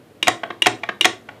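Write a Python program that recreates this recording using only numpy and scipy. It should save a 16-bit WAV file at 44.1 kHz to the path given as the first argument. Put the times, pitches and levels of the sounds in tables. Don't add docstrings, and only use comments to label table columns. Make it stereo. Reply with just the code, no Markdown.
import sys
import numpy as np
from scipy import signal
from scipy.fft import rfft, irfft, next_fast_len
from scipy.io import wavfile

SR = 44100
rng = np.random.default_rng(int(sys.argv[2]) if len(sys.argv) > 2 else 0)


def pcm_store(signal):
    levels = np.round(np.clip(np.atleast_2d(signal), -1, 1) * 32767)
    wavfile.write(sys.argv[1], SR, levels.astype(np.int16).T)


N = 61739
HIT_SAMPLES, ROOM_SAMPLES = 8192, 18000

# (pitch [Hz], likeness [0 to 1])
HIT_LIKENESS = [(100, .95), (500, .88), (1200, .45), (3000, .1), (10000, 0)]
# (pitch [Hz], likeness [0 to 1])
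QUIET_LIKENESS = [(100, .9), (600, .85), (2000, .4), (8000, .1)]


def gain(db):
    return 10 ** (np.asarray(db) / 20)


def normalize(x):
    return x / np.sqrt(np.mean(x ** 2) + 1e-20)


def curve_at(points, hz):
    pitches, values = np.transpose(points)
    return np.interp(np.log(hz + 1), np.log(pitches + 1), values)


def pan(left_db):
    return gain(np.array([[left_db], [-left_db]]) / 2)


def stereo_noise(spectrum, likeness, size):
    hz = np.fft.rfftfreq(size, 1 / SR)
    angle = np.arccos(np.clip(curve_at(likeness, hz), -1, 1)) / 2
    shaped = rfft(rng.standard_normal((2, size))) * gain(curve_at(spectrum, hz))
    shared, opposite = irfft(shaped * [np.cos(angle), np.sin(angle)], size)
    return np.array([shared + opposite, shared - opposite])


def lean_left(x):
    # (pitch [Hz], left minus right [dB])
    balance = [(400, -1), (800, 1.5), (1300, 4), (2200, 6), (3000, 4), (4000, -2), (7000, -1), (11000, 3)]
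    left_db = curve_at(balance, np.fft.rfftfreq(x.shape[1], 1 / SR))
    return irfft(rfft(x) * gain(np.array([left_db, -left_db]) / 2))


def shape_octaves(x, envelope):
    centres = 1000 * 2. ** np.arange(-3, 5)
    hz, spectrum = np.fft.rfftfreq(x.shape[1], 1 / SR), rfft(x)
    return sum(irfft(spectrum * curve_at(np.c_[centres, band], hz)) * envelope(centre)
               for centre, band in zip(centres, np.eye(len(centres))))


def fade(t, rise_s, hold_s, ring_s):
    return (1 - np.exp(-t / rise_s)) * np.exp(-np.log(1000) * np.maximum(t - hold_s, 0) / ring_s)


def hit(tones, wood, grain, shape, bright_db):
    wood_db, rise_s, hold_s, wood_ring_s, left_db, echo_db = shape
    fresh_share, scatter_db = .35, 1
    damping, right_lag_rad_per_khz = .3, .45
    t = np.arange(HIT_SAMPLES) / SR

    def tilt(hz):
        return gain(bright_db * np.log2(hz / 2000))

    def wood_fade(hz):
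        return tilt(hz) * fade(t, rise_s, hold_s, wood_ring_s * (hz / 1000) ** -damping)

    fresh = normalize(stereo_noise(wood, HIT_LIKENESS, HIT_SAMPLES))
    wood_noise = lean_left(np.sqrt(1 - fresh_share) * grain + np.sqrt(fresh_share) * fresh)
    sound = gain(wood_db) * pan(left_db) * shape_octaves(wood_noise, wood_fade)
    for hz, db, ring_s, tone_left_db in tones:
        phase = rng.uniform(0, 2 * np.pi) - np.array([[0], [right_lag_rad_per_khz * hz / 1000]])
        level = gain(db + rng.normal(0, scatter_db)) * tilt(hz) * pan(tone_left_db)
        envelope = fade(t, max(rise_s, .5 / hz), hold_s, ring_s)
        sound += level * envelope * np.sin(2 * np.pi * hz * t + phase)
    return np.pad(sound, ((0, 0), (0, ROOM_SAMPLES - 1))) + gain(echo_db) * room_echo(sound)


def wooden_part(hits, wood, shape):
    track = np.zeros((2, N))
    grain = normalize(stereo_noise(wood, HIT_LIKENESS, HIT_SAMPLES))
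    for time_s, db, bright_db, tones in hits:
        sound = gain(db) * hit(tones, wood, grain, shape, bright_db)
        start = round(time_s * SR)
        track[:, start:start + sound.shape[1]] += sound[:, :N - start]
    return track


def background():
    # (pitch [Hz], level [dB])
    colour = [(25, -17), (50, -16), (80, -4), (115, 3), (160, -4), (240, 0), (620, -3), (850, -13),
              (2200, -17), (3800, -22), (5500, -28), (14000, -30)]
    return gain(-48) * normalize(stereo_noise(colour, QUIET_LIKENESS, N))


def lever():
    # (time [s], level [dB])
    snaps = [(.2274, -2.5), (.6207, -.5), (1.0098, 1)]
    tones = [(330, -26, .07, 0), (2120, -23, .035, 9), (2365, -17, .035, 9), (2745, -17, .02, 8),
             (2855, -4, .022, 9), (2862, -26, .12, 5), (3370, -18, .025, 5), (3650, -18, .035, -2),
             (3850, -16, .035, -2)]
    wood = [(40, -44), (100, -28), (250, -9), (700, -11), (1500, -7), (2600, -2), (3700, 0), (4400, -9),
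            (5800, -9), (8000, -14), (11500, -19), (15000, -32)]
    shape = (-11.5, .0003, .003, .026, 2, 2.5)
    return wooden_part([(time_s, db, 0, tones) for time_s, db in snaps], wood, shape)


def room_echo(x):
    # (pitch [Hz], ring [s])
    ring_times = [(100, .38), (400, .33), (1000, .26), (3500, .245), (8000, .245), (14000, .15)]
    # (pitch [Hz], level [dB])
    colour = [(60, -10), (115, -1), (160, -9), (220, -4), (400, -6), (620, -8), (760, -11), (1100, -9),
              (1800, -11.5), (2800, -14), (3900, -7.5), (5500, -11), (9000, -8.5), (14000, -20)]
    t = np.arange(ROOM_SAMPLES) / SR

    def decay(hz):
        envelope = fade(t, rise_s=.006, hold_s=0, ring_s=curve_at(ring_times, hz))
        return envelope / np.sqrt(np.sum(envelope ** 2))

    tail = shape_octaves(lean_left(stereo_noise(colour, HIT_LIKENESS, ROOM_SAMPLES)), decay)
    return signal.fftconvolve(x.mean(axis=0)[None], tail, axes=1)


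def bolt():
    # (time [s], level [dB], brightness [dB per octave])
    taps = [(.2712, -2.5, -1.5), (.6597, -1.5, -.2), (1.0459, 0, .8)]
    slams = [(.2799, 0, 0), (.6668, 0, 0), (1.0524, 0, .6)]
    bolt_tones = [(760, -20, .025, 2), (1420, -19, .02, 5), (2160, -11, .025, 6), (2420, -8, .025, 6),
                  (3270, -8, .018, 3)]
    bolt_wood = [(40, -32), (120, -16), (400, -12), (900, -4), (2000, -3), (3300, 0), (4200, -8),
                 (5600, -10), (8000, -19), (15000, -32)]
    bolt_shape = (-9, .0005, .0025, .018, 2, 1)
    case_tones = [(115, -33, .22, 0), (250, -27, .1, -2), (333, -20.5, .1, -3), (400, -20.5, .06, -2),
                  (500, -24, .05, 0), (655, -28, .1, 0), (730, -8, .055, 1), (848, -23, .05, 5),
                  (1107, -20, .08, 8), (1862, -11, .035, 9), (1980, -12.5, .04, 9), (2370, -18, .06, 8),
                  (3790, -11.5, .03, -5), (6580, -17, .05, -3)]
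    case_wood = [(40, -40), (150, -19), (350, -3), (800, -2), (1400, -1.5), (3600, -1), (4500, -8),
                 (5600, -8), (6800, -5), (10000, -16), (15000, -33)]
    case_shape = (-4.8, .0003, .0028, .036, 1.2, .5)
    tapping = wooden_part([(*tap, bolt_tones) for tap in taps], bolt_wood, bolt_shape)
    slamming = wooden_part([(*slam, case_tones) for slam in slams], case_wood, case_shape)
    return tapping + slamming


def rubbing():
    # (start [s], end [s], level [dB])
    slides = [(.39, .61, -46), (.78, 1.0, -46), (1.24, 1.42, -48)]
    # (pitch [Hz], level [dB])
    colour = [(60, -20), (150, -8), (330, 0), (700, -2), (1500, -12), (3500, -16), (6000, -28),
              (15000, -45)]
    t, level = np.arange(N) / SR, np.zeros(N)
    for start, end, db in slides:
        progress = np.clip((t - start) / (end - start), 0, 1)
        level += gain(db) * np.sqrt(np.abs(np.sin(np.pi * progress)))
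    return level * normalize(stereo_noise(colour, QUIET_LIKENESS, N))


def knocks():
    # (time [s], level [dB], brightness [dB per octave], extra tone [Hz], its level [dB])
    loose_hits = [(.4333, 0, -1.3, 1540, -22), (.8340, -.5, 1.3, 2330, -21), (1.2875, -9, 0, 1480, -19)]
    stop_hits = [(.5036, -6.5, -1.6, 2100, -21), (.8893, .5, .2, 1620, -15.5)]
    loose_tones = [(335, -38, .07, -1), (700, -23, .03, 2), (830, -27, .03, 5), (1100, -29, .025, 8),
                   (2290, -28, .025, 8), (3330, -29, .025, 6)]
    loose_shape = (-21, .0009, .004, .032, 4, 2.5)
    stop_tones = [(195, -31, .08, 0), (345, -24, .07, -1), (470, -28, .05, 0), (705, -22, .04, 2),
                  (1130, -21, .02, 8), (3850, -29, .035, -2)]
    stop_shape = (-17.5, .0006, .003, .042, 4, 1)
    wood = [(50, -32), (300, -11), (700, -3), (1600, 0), (3500, -4), (4400, -19), (5700, -20), (8000, -33),
            (15000, -52)]
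    extra_ring_s, extra_left_db = .012, 8

    def play(rows, tones, shape):
        hits = [(time_s, db, bright_db, tones + [(hz, extra_db, extra_ring_s, extra_left_db)])
                for time_s, db, bright_db, hz, extra_db in rows]
        return wooden_part(hits, wood, shape)

    return play(loose_hits, loose_tones, loose_shape) + play(stop_hits, stop_tones, stop_shape)


def scene():
    return lever() + bolt() + knocks() + rubbing() + background()


def record(dry):
    ceiling, hardness = .92, 6
    low_cut_hz, high_cut_hz, steepness = 70, 15000, 60
    clipped = dry / (1 + np.abs(dry / ceiling) ** hardness) ** (1 / hardness)
    thinned = signal.sosfilt(signal.butter(2, low_cut_hz, "high", fs=SR, output="sos"), clipped)
    size = next_fast_len(N + SR // 2)
    treble_cut = 1 / (1 + (np.fft.rfftfreq(size, 1 / SR) / high_cut_hz) ** steepness)
    return irfft(rfft(thinned, size) * treble_cut, size)[:, :N]


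dry = scene()
out = record(dry)
pcm_store(out)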